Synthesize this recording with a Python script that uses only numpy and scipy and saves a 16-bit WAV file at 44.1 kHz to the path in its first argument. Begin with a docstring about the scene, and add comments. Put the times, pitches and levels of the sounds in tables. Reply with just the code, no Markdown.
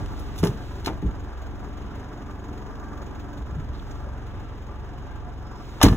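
"""On a gravel drive a four-cylinder diesel pickup idles. Someone beside it pulls the passenger door open,
lets it swing to its stop, shifts their feet and slams it right next to a hand-held phone.
The engine is harmonics of the firing rate, noise pulsed by the firings and a fan tone beating against them.
The door is a modal panel excited by pushes, chattering resonant steel and a chinking rod;
footfalls are low pulses, and clothes, grit, hinge and air are filtered noise."""
import sys
import numpy as np
from scipy import signal
from scipy.fft import rfft, irfft
from scipy.io import wavfile
from scipy.ndimage import uniform_filter1d

SR = 44100
rng = np.random.default_rng(int(sys.argv[2]) if len(sys.argv) > 2 else 0)


def digitize_waveform(pressure):
    """Quantize a signal to 16-bit integers and store it at the path in sys.argv[1].

    Rows of a 2-D input are taken as channels; values are limited to [-1, 1].
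    """
    field = np.atleast_2d(pressure).T
    bounded = np.clip(field, -1, 1)
    quanta = np.round(bounded * 32767).astype(np.int16)
    wavfile.write(sys.argv[1], SR, quanta)


N = 262836
T = np.arange(N) / SR  # s

# Harmonics of the firing rate, exhaust drone then block hum from the ninth: order [multiple], level_db [dB]
FIRING_ORDERS = [(1, -0.5), (2, 6), (3, 5), (4, 0), (5, 0), (6, -5.5), (7, -12.5), (8, -12.5), (9, -6.5),
                 (10, -7.5), (11, -9.5), (12, -12), (13, -3), (14, -27), (15, -9.5), (16, -12.5), (17, -16),
                 (18, -26)]
# Relative noise spectra, all with columns: frequency_hz [Hz], level_db [dB per Hz]
# knock in the block
KNOCK_SPECTRUM = [(100, -2), (150, -11.5), (200, 0), (260, -1.5), (320, 0), (400, -4.5), (550, -13.5),
                  (1500, -29), (8000, -50)]
# valve and piston clatter
CLATTER_SPECTRUM = [(300, -3), (400, 0), (540, -10), (720, -7), (1000, -6), (1300, -10.5), (1650, -13),
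                    (2200, -25.5), (3600, -79), (5000, -26), (8000, -43), (15000, -45)]
# injector ticks
INJECTOR_SPECTRUM = [(1200, 0.5), (2200, 3), (3500, 1), (5000, -3), (6100, -7.5), (6650, 4), (7700, -13.5),
                     (11000, -16.5), (15500, -10)]
# moving outdoor air
AIR_SPECTRUM = [(42, -17), (60, 2), (110, -3), (200, -12), (600, -27), (3000, -33.5), (15000, -67)]
# rubbing surfaces: cloth, stones, hinge
FRICTION_SPECTRUM = [(150, 16), (600, 6), (2000, 6), (4000, 5.5), (7000, -1.5), (10000, -10.5), (15500, -8)]
# shudder of the body, and the hand on the phone
RUMBLE_SPECTRUM = [(45, -1), (75, -2), (160, -7), (260, -22), (500, -32), (2000, -70)]
# chatter of the latch
LATCH_SPECTRUM = [(120, -25), (350, 4), (520, 4), (700, 4), (1250, 6), (2200, -0.5), (3000, 1.5),
                  (4000, -3.5), (6000, -2), (8000, -11), (11000, -13.5), (15500, -20)]
# cabin and trim shaking on after the panel
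TAIL_SPECTRUM = [(30, -3), (70, 13), (170, 14.5), (280, 10), (420, -2), (560, -13), (1200, -16),
                 (2500, -57), (6000, -46), (15000, -47)]

# Sound arriving from the sides: frequency_hz [Hz], side_minus_mid_db [dB]
STEREO_SPREAD = [(60, -31), (300, -19.5), (700, -7), (1200, -9), (2400, -6), (3800, -3), (6700, -49),
                 (15000, -39)]
# Phase by which the right port lags the left: frequency_hz [Hz], lag_rad [rad]
PORT_PHASE_LAG = [(0, 0), (1500, .3), (2400, 1.6), (3500, 1.6), (4700, 3.14), (6800, 6.28), (9000, 9.42),
                  (13300, 15.7), (22050, 28.3)]

# Loudness of the car's parts as the phone moves about:
# time_s [s], engine_bay_db [dB], exhaust_db [dB], hum_db [dB, added to the hum but not the knock]
PHONE_PLACE = [(0, 2, 1, -2), (1.2, 0.5, 1.5, -1.5), (1.7, 0.9, -0.5, 1.5), (2.1, 1, -2.5, -0.5),
               (2.8, 2.2, -2, 0), (3.8, 0, 2, -1.5), (4.6, -2, 0, -4.5), (5.3, -2.5, -1.5, -4.5),
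               (5.96, 1.5, -2.5, -9)]
# Brief changes of the idle, mostly dips: time_s [s], length_s [s], hum_db [dB], clatter_db [dB]
IDLE_DIPS = [(1.355, 0.043, -27, 0.5), (3.442, 0.01, -8, -4), (3.864, 0.0095, -9, 0)]
# Engine bay and cabin resonances rung by the clatter: frequency_hz [Hz], width_hz [Hz], level_db [dB]
BAY_RESONANCES = [(575, 32, 7), (722, 38, 5), (861, 30, 3), (996, 46, 1), (1176, 38, 4.5), (1323, 71, 0.5),
                  (1590, 17, 3.5)]
# Strength of each injector in firing order: level_db [dB, relative]
INJECTOR_STRENGTHS = [2.5, 4, 1.5, 1]

# Clothes rustling while the arm works the door: start_s [s], end_s [s], level_db [dB]
RUSTLE_SPANS = [(-.1, 0.89, -53), (3.75, 4.044, -58), (5.58, 6.102, -54.5)]
# Body shuddering against the open door, hand shifting on the phone: time_s [s], level_db [dB], length_s [s]
RUMBLE_EVENTS = [(.02, -32.5, 0.061), (1.071, -27, 0.027), (3.587, -31, 0.041)]
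# Short clicks and bursts of steel-like noise about the door, some just ahead of a slam: time_s [s], level_db
# [dB], t60_s [s], tilt_db [dB per octave about 2 kHz], ring_db [dB]
CLICK_EVENTS = [(.060, -38.5, 0.013, 0.5, -7), (.191, -45.5, 0.15, 9, -15), (.360, -43, 0.066, 9, -8),
                (.378, -38, 0.068, 6, -11), (.387, -36.5, 0.11, 8, -8), (.4375, -26, .02, 1, 0),
                (.447, -33, 0.15, 10, -10), (.455, -27, 0.03, -5, -12), (.470, -29, 0.021, 3, -6),
                (.476, -35.5, 0.063, 1, -6), (.847, -36.5, 0.057, 4.5, -10), (.859, -28, 0.028, 2, -6),
                (.8715, -26, .02, -2, -7), (.878, -20.5, 0.037, -5, -8), (.889, -29, .04, -7.5, 3),
                (.899, -31, 0.26, -15, -0.5), (1.419, -40.5, 0.15, -14, 6), (5.803, -31.5, 0.21, -5, -8),
                (5.814, -21, 0.075, 0, 17), (5.8315, -15.5, 0.016, 0, 0), (5.841, -16, 0.041, -1, -10),
                (5.852, -21, .06, -2.5, 0), (5.8615, -18.5, 0.061, -1.5, 0), (5.884, -21.5, 0.024, 0, 1),
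                (5.926, -28, 0.06, -4.5, -5)]
# Steel modes of latch and striker: pitch_hz [Hz], level_db [dB], sustain [ring time / contact time]
STEEL_MODES = [(645, -3, 1.4), (775, 10.5, 0.29), (899, -0.5, 1), (1055, -2, 0.76), (1205, 8.5, 0.3),
               (1584, -18, 2), (1744, -7.5, 3.4), (2060, -14, 1.5), (2390, -8, .6), (2906, -17, 2.7),
               (3570, 1, 0.42), (3980, -11, 1.4), (5300, -10, 1.1)]
# Air shoved by the door's weight: time_s [s], level_db [dB], pitch_hz [Hz], length_s [s]
HEAVE_EVENTS = [(.410, -23, 86, 0.02), (.439, -12.5, 165, 0.0079), (.498, -21, 112, 0.0082),
                (.942, -28, 79, 0.0038), (1.050, -23, 190, 0.0087), (1.066, -18.5, 61.5, 0.014),
                (5.850, -5, 108, 0.004), (5.885, -14.5, 48, 0.034), (5.924, -8.5, 91, 0.0049)]
# Latch lets go, door meets its check, reaches its stop, slams:
# time_s [s], snap_lead_s [s], snap_db [dB], crunch_db [dB], tilt_db [dB per octave]
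IMPACT_EVENTS = [(.431, 0.0036, -33, -26.5, 0), (0.872, .0135, -30, -27.5, -2),
                 (1.024, 0.0059, -55, -47, -1.5), (5.8307, 0.0037, -8.5, -14.5, 1)]
# Door skin booming after an impact and again on its bounces: time_s [s], level_db [dB], pitch_hz [Hz]
BOOM_EVENTS = [(0.4337, -5.5, 430), (0.441, -15, 180), (.446, -16.5, 423), (.461, -17, 420),
               (.480, -19.5, 410), (0.8704, -19.5, 383), (.889, -18, 332), (0.902, -29, 335),
               (1.0261, -18.5, 310), (1.046, -17, 258), (1.059, -23.5, 370), (1.079, -29, 236),
               (5.837, 7, 283), (5.847, -3.5, 211), (5.863, 0, 305), (5.892, -21, 173), (5.915, -23, 150)]
# Door panel and cabin modes: pitch_hz [Hz], level_db [dB, before weighting by nearness], t60_s [s]
PANEL_MODES = [(57, 12, 0.68), (75.4, 4, .63), (108, 13.5, 0.22), (172, 4.5, 0.3), (211, 10.5, 0.11),
               (288.5, 11.5, 0.13), (314.6, 12, 0.11), (372.5, 10.5, 0.15), (407, 13.5, 0.11),
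               (455.4, 3, 0.38), (654, 13, 0.069), (873, 25, 0.15)]
# Jolts of the lock rod: time_s [s], level_db [dB]
CHINK_EVENTS = [(.471, -44), (.847, -41), (.860, -28.5), (5.852, -22), (5.884, -27.5)]
# Modes of the thin lock rod: pitch_hz [Hz], level_db [dB], t60_s [s]
ROD_MODES = [(3450, -6, 0.027), (4060, -2.5, 0.034), (4270, 3, .035)]
# Footfalls felt through the hand: time_s [s], level_db [dB], pitch_hz [Hz], length_s [s]
STEP_EVENTS = [(3.39, -27.5, 106, 0.0033), (3.438, -26, 60, 0.016), (3.528, -21.5, 84, 0.003),
               (3.560, -20, 75, 0.0066), (3.589, -22, 140, 0.0067), (3.611, -33, 70.4, 0.009),
               (3.704, -18.5, 59.7, 0.0043)]
# Stones grinding under a shoe: time_s [s], level_db [dB], pitch_hz [Hz], length_s [s]
GRIT_EVENTS = [(3.754, -53, 4140, 0.0086), (3.798, -47.5, 3670, 0.0031), (3.916, -52, 6260, .005)]

FIRING_HZ, SAG_HZ_PER_S = 22.53, .016  # rate at the start, and its steady fall
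DRONE_DB, BLOCK_DB, CLATTER_DB, INJECTOR_DB = -35.5, -46.5, -47, -61
# dB each layer moves per dB of the engine bay: the body shades the ticks most
BLOCK_SHADE, CLATTER_SHADE, INJECTOR_SHADE = 1.06, 0.75, 1.34
FAN_HZ, FAN_DB = 65.7, -8.5  # just under the third order; level against the drone
BAY_WAVER_DB = 3.5  # each bay resonance swells and sinks on its own
TICK_WANDER = 0.005  # unevenness of injector timing, in firing cycles
TICK_DB = -10  # the needle's sharp strokes against the ring
RUSTLE_FADE_S = 0.044
SNAP_RISE_S, CRUNCH_RISE_S, CLICK_RISE_S = 0.0025, 0.0012, 0.0007
SNAP_T60_S, SNAP_TILT_DB, SNAP_RING_DB = 0.086, 6, -14  # base tilt per octave: bright
CRUNCH_T60_S, CRUNCH_TILT_DB, CRUNCH_RING_DB = 0.2, -4.5, -4  # base tilt per octave: dull
STRIKE_DB, STRIKE_T60_S = -1, .011  # hard first instant of a contact, against its chatter
BARE_DB, RESONANT_DB, STEEL_Q = -2.5, -7, 26.3  # chatter heard directly and through the steel
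CONTACT_CYCLES = 0.63  # a push lasts this share of a cycle of its pitch
HINGE_S, HINGE_LENGTH_S, HINGE_HZ, HINGE_DB = 5.55, 0.11, 5240, -63
TOP_HZ = 15650  # upper band edge


def undb(db):
    """Logarithmic level: decibels become an amplitude ratio."""
    return 10 ** (np.asarray(db) / 20)


def unit(x):
    """Normalisation of power: scale to rms 1."""
    return x / np.sqrt(np.mean(x ** 2))


def curves(table):
    """Linear interpolation: each column becomes a curve in time."""
    s, *columns = np.transpose(table)
    return [np.interp(T, s, c) for c in columns]


def colour(x, spectrum, tilt_db=0):
    """Spectral shaping: a tabled curve tilted per octave about 2 kHz, with bass rolled off below it."""
    hz, db = np.transpose(spectrum)
    f = np.maximum(np.fft.rfftfreq(x.shape[-1], 1 / SR), 1)
    gain = undb(np.interp(np.log(f), np.log(hz), db) + tilt_db * np.log2(f / 2000))
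    rolloff = np.sqrt(1 + (.5 * hz[0] / f) ** 6)
    return irfft(rfft(x) * gain / rolloff, x.shape[-1])


def noise(spectrum, size=N, tilt_db=0, width_db=0):
    """Partial coherence: coloured mid and side noise makes two partly alike ports, rms 1."""
    mid, side = rng.standard_normal((2, size))
    side = undb(width_db) * colour(side, STEREO_SPREAD)
    return unit(colour(np.array([mid + side, mid - side]), spectrum, tilt_db))


def add(out, s, sound):
    """Superposition: mix a sound in at time s."""
    i = int(s * SR)
    part = sound[..., :N - i]
    out[:, i:i + part.shape[-1]] += part


def fade(t, t60):
    """Exponential damping: 60 dB of decay in t60."""
    return np.exp(-np.log(1000) * t / t60)


def walk(rate, size=N):
    """Smoothed random fluctuation of rms 1, from rate fresh values per second."""
    hold = int(SR / rate)
    steps = np.repeat(rng.standard_normal(size // hold + 1), hold)
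    return unit(uniform_filter1d(steps, hold)[:size])


def swell(s, length):
    """Gaussian envelope: a smooth rise and fall about time s, with length its standard deviation."""
    return np.exp(-.5 * ((T - s) / length) ** 2)


def resonate(x, hz, width):
    """Simple resonance: a two-pole peak with unit gain at its centre."""
    return signal.lfilter(*signal.iirpeak(hz, hz / width, fs=SR), x)


def bumps(table):
    """Pressure pulses: low tones under short Gaussian envelopes."""
    return sum(undb(db) * swell(s, length) * np.cos(2 * np.pi * hz * (T - s))
               for s, db, hz, length in table)


def bursts(cycle, at, rise, decay, scatter_db):
    """Periodic excitation: one burst of random strength in every cycle; times in cycles."""
    number, age = np.divmod(cycle - at + 2, 1)
    strengths = undb(scatter_db * np.sqrt(3) * rng.uniform(-1.03, 1, N // 100))
    envelope = (1 - np.exp(-age / rise)) * np.exp(-age / decay)
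    return unit(uniform_filter1d(strengths[number.astype(int)] * envelope, size=32))


def orders(cycle, dispersion=.62, side_db=-6, sway_db=2.6):
    """Harmonic series with dispersion: higher orders waver more; pipe and body delay them unequally."""
    lines = []
    for k, db in FIRING_ORDERS:
        phase = 2 * np.pi * k * (cycle - .47) + dispersion * k ** 2
        unrest = min(k / 8, 1)
        mid = undb(unrest * sway_db * walk(9)) * np.cos(phase + .22 * unrest * walk(8))
        side = undb(side_db) * walk(2.4) * np.sin(phase)  # the phone drifts through standing waves
        lines.append(undb(db) * np.array([mid + side, mid - side]))
    return lines


def exhaust_and_fan(low_lines, hum_dip):
    """Beating: the fan tone lies close to the third order of the firing drone."""
    drone = unit(sum(low_lines[:3]) + hum_dip * sum(low_lines[3:]))
    fan = undb(FAN_DB) * np.cos(2 * np.pi * FAN_HZ * T + .5 * walk(2))
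    return drone + fan


def engine_block(cycle, high_lines, hum_db, hum_dip):
    """Structure-borne sound: the block hums in high orders and knocks once per firing."""
    hum = undb(hum_db) * unit(sum(high_lines))
    pulses = bursts(cycle, at=0.472, rise=0.036, decay=0.98, scatter_db=2.5)
    knock = undb(-2) * pulses * noise(KNOCK_SPECTRUM)
    return hum_dip * (hum + knock)


def repeating(cycle, spectrum):
    """Periodicity: the same rattle of parts is played again on every firing."""
    size = int(SR / FIRING_HZ)
    position = cycle % 1 * size
    return np.array([np.interp(position, np.arange(size), port) for port in noise(spectrum, size=size)])


def mechanical_clatter(cycle, repeat_db=-3, bay_db=-3.0, flutter_db=0.7, throb_db=0.7):
    """Forced resonance: valves rattle three times a firing; pistons slap twice and ring the bay."""
    rattle = noise(CLATTER_SPECTRUM) + undb(repeat_db) * repeating(cycle, CLATTER_SPECTRUM)
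    valves = bursts(3 * cycle, at=0.913, rise=0.032, decay=2.8, scatter_db=1.4) * rattle
    strokes = bursts(2 * cycle, at=0.827, rise=0.029, decay=0.77, scatter_db=2.0)
    slap = strokes * noise(CLATTER_SPECTRUM)
    bay = sum(undb(db + BAY_WAVER_DB * walk(12)) * resonate(slap, hz, width)
              for hz, width, db in BAY_RESONANCES)
    level_db = flutter_db * walk(20) + throb_db * np.cos(2 * np.pi * cycle)
    return undb(level_db) * (valves + undb(bay_db) * unit(bay))


def injection(cycle, at=0.867):
    """Impulsive excitation: each needle snaps open and shut, and the head rings on."""
    cycle = cycle + TICK_WANDER * walk(36)
    number = np.floor(cycle - at + 2).astype(int)
    cylinder = undb(INJECTOR_STRENGTHS)[number % len(INJECTOR_STRENGTHS)]
    opens = bursts(cycle, at=at, rise=.01, decay=.05, scatter_db=3)
    shuts = bursts(cycle, at=at + .14, rise=.01, decay=.05, scatter_db=3.5)
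    ring = bursts(cycle, at=at, rise=.09, decay=.45, scatter_db=2.3)
    strokes = undb(TICK_DB) * unit(opens + shuts)
    return unit(cylinder * (ring + strokes)) * noise(INJECTOR_SPECTRUM)


def engine():
    """Common periodicity: one slowly sagging firing cycle drives drone, block, clatter and ticks."""
    front_db, exhaust_db, hum_db = curves(PHONE_PLACE)
    cycle = np.cumsum(FIRING_HZ - SAG_HZ_PER_S * T) / SR
    hum_dip = undb(sum(db * swell(s, length) for s, length, db, _ in IDLE_DIPS))
    clatter_dip = undb(sum(db * swell(s, length) for s, length, _, db in IDLE_DIPS))
    lines = orders(cycle)
    drone = exhaust_and_fan(lines[:8], hum_dip)
    block = engine_block(cycle, lines[8:], hum_db, hum_dip)
    clatter = clatter_dip * mechanical_clatter(cycle)
    out = undb(DRONE_DB + exhaust_db) * drone
    out += undb(BLOCK_DB + BLOCK_SHADE * front_db) * block
    out += undb(CLATTER_DB + CLATTER_SHADE * front_db) * clatter
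    out += undb(INJECTOR_DB + INJECTOR_SHADE * front_db) * injection(cycle)
    return out


def outdoor_air():
    """Broadband flow noise: softly moving air whose level wanders."""
    return undb(-43.5 + 1.5 * walk(4)) * noise(AIR_SPECTRUM, width_db=3)


def clothes():
    """Frictional noise: cloth rustles, with a fluttering level, while the arm moves."""
    moving = 0
    for start, end, db in RUSTLE_SPANS:
        begun = np.tanh((T - start) / RUSTLE_FADE_S)
        ended = np.tanh((T - end) / RUSTLE_FADE_S)
        moving = moving + undb(db) * (begun - ended) / 2
    return moving * undb(1.0 * walk(74)) * noise(FRICTION_SPECTRUM)


def rumbles():
    """Low-frequency random vibration: uneven shudders swell and die away."""
    return sum(undb(db) * swell(s, length) for s, db, length in RUMBLE_EVENTS) * noise(RUMBLE_SPECTRUM)


def clack(rise_s, t60, tilt_db, ring_db, yard_db=-30, yard_t60=0.66, detune=0.004, chatter_db=2.0):
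    """Impact and modal decay: steel strikes, chatters and rings on; the yard answers faintly."""
    t = T[:2 ** 14]
    hz, mode_db, sustain = np.transpose(STEEL_MODES)[:, :, None]
    hz = hz * (1 + detune * rng.standard_normal(hz.shape))  # the load on the steel differs at every contact
    chatter = fade(t, t60) * unit(undb(chatter_db * walk(600, size=len(t))))
    strike = undb(STRIKE_DB) * fade(t, STRIKE_T60_S)
    force = strike + chatter + undb(yard_db) * fade(t, yard_t60)
    bare = force * noise(LATCH_SPECTRUM, size=len(t), tilt_db=tilt_db, width_db=0.0)
    resonant = sum(resonate(bare, f, f / STEEL_Q) for f in hz[:, 0])
    crack = undb(BARE_DB) * bare + undb(RESONANT_DB) * resonant
    weight = undb(mode_db + tilt_db * np.log2(hz))  # a rising tilt favours the high modes
    weight = weight / np.linalg.norm(weight)
    tones = np.sin(2 * np.pi * (hz * t + rng.random(hz.shape)))
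    modes = weight * tones * fade(t, sustain * t60)
    return (crack + undb(ring_db) * modes.sum(axis=0)) * (1 - np.exp(-t / rise_s))


def clicks():
    """Brief impacts: short clicks and bursts about the door, synthesised as steel contacts."""
    out = np.zeros((2, N))
    for s, db, t60, tilt_db, ring_db in CLICK_EVENTS:
        add(out, s, undb(db) * clack(CLICK_RISE_S, t60, tilt_db, ring_db))
    return out


def door_heaves():
    """Volume displacement: the door's weight shoves the air in low pulses."""
    return bumps(HEAVE_EVENTS)


def latch_impacts():
    """Paired contacts: the bright, dry pawl snaps just before the striker takes the load and crunches."""
    out = np.zeros((2, N))
    for s, lead_s, snap_db, crunch_db, tilt_db in IMPACT_EVENTS:
        snap = clack(SNAP_RISE_S, SNAP_T60_S, SNAP_TILT_DB + tilt_db, SNAP_RING_DB)
        crunch = clack(CRUNCH_RISE_S, CRUNCH_T60_S, CRUNCH_TILT_DB + tilt_db, CRUNCH_RING_DB)
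        add(out, s - lead_s, undb(snap_db) * snap)
        add(out, s, undb(crunch_db) * crunch)
    return out


def thud(pitch_hz, tail_db=-23, tail_t60=0.63, swell_s=0.001, favour_db=13, port_skew=0.16):
    """Modal excitation: a push favours door modes near its pitch; cabin and trim shake on."""
    t = T[:2 ** 15]
    hz, mode_db, t60 = np.transpose(PANEL_MODES)[:, :, None]
    skew = port_skew * rng.standard_normal(hz.shape)  # each mode reaches the two ports out of step
    modes = np.sin(2 * np.pi * hz * t + np.array([skew, -skew])) * fade(t, t60)
    octaves_away = np.abs(np.log2(hz / pitch_hz))
    ring = np.sum(modes * undb(mode_db - favour_db * octaves_away), axis=1)
    push = np.sin(np.pi * np.minimum(t * pitch_hz / CONTACT_CYCLES, 1))  # a longer contact is duller
    boom = signal.fftconvolve(ring, push[None])[:, :len(t)]
    tail_envelope = fade(t, tail_t60) * (1 - np.exp(-t / swell_s))
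    tail = noise(TAIL_SPECTRUM, size=len(t), width_db=-14) * tail_envelope
    return boom / np.abs(boom).max() + undb(tail_db) * tail


def panel_booms():
    """Repeated excitation: the door's skin booms at impacts and as it bounces on seal or stop."""
    out = np.zeros((2, N))
    for s, db, pitch_hz in BOOM_EVENTS:
        add(out, s, undb(db) * thud(pitch_hz))
    return out


def rod_chinks():
    """Free vibration: each jolt makes the thin lock rod ring briefly in its modes."""
    t = T[:2 ** 13]
    chink = sum(undb(db) * np.sin(2 * np.pi * hz * t) * fade(t, t60) for hz, db, t60 in ROD_MODES)
    out = np.zeros((2, N))
    for s, db in CHINK_EVENTS:
        add(out, s, undb(db) * chink)
    return out


def footfalls():
    """Impulsive loading: each footfall is a dull bump, of opposite polarity to the heaves."""
    return -bumps(STEP_EVENTS)


def grit():
    """Narrow-band friction: stones grind under a shoe with a thin hiss."""
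    friction = noise(FRICTION_SPECTRUM)
    return sum(undb(db) * swell(s, length) * unit(resonate(friction, hz, hz / 5))
               for s, db, hz, length in GRIT_EVENTS)


def hinge():
    """Resonant friction: the hinge whispers as the door swings shut."""
    whisper = unit(resonate(noise(FRICTION_SPECTRUM), HINGE_HZ, 200))
    return undb(HINGE_DB) * swell(HINGE_S, HINGE_LENGTH_S) * whisper


def scene():
    """Linear superposition of engine, air, person and door."""
    surroundings = engine() + outdoor_air() + rumbles()
    person = clothes() + footfalls() + grit()
    door = clicks() + door_heaves() + latch_impacts() + panel_booms() + rod_chinks() + hinge()
    return surroundings + person + door


def record(dry):
    """Phase lag, saturation and band limiting: the right port lags, peaks round, both band ends are cut."""
    lag = np.interp(np.fft.rfftfreq(2 * N, 1 / SR), *np.transpose(PORT_PHASE_LAG))
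    right = irfft(rfft(dry[1], 2 * N) * np.exp(-1j * lag))[:N]
    ports = .9 * np.tanh(np.array([dry[0], right]) / .9)
    ports = signal.sosfilt(signal.butter(2, 12, "highpass", fs=SR, output="sos"), ports)
    return signal.sosfilt(signal.ellip(10, .2, 70, TOP_HZ, fs=SR, output="sos"), ports)


dry = scene()
out = record(dry)
digitize_waveform(out)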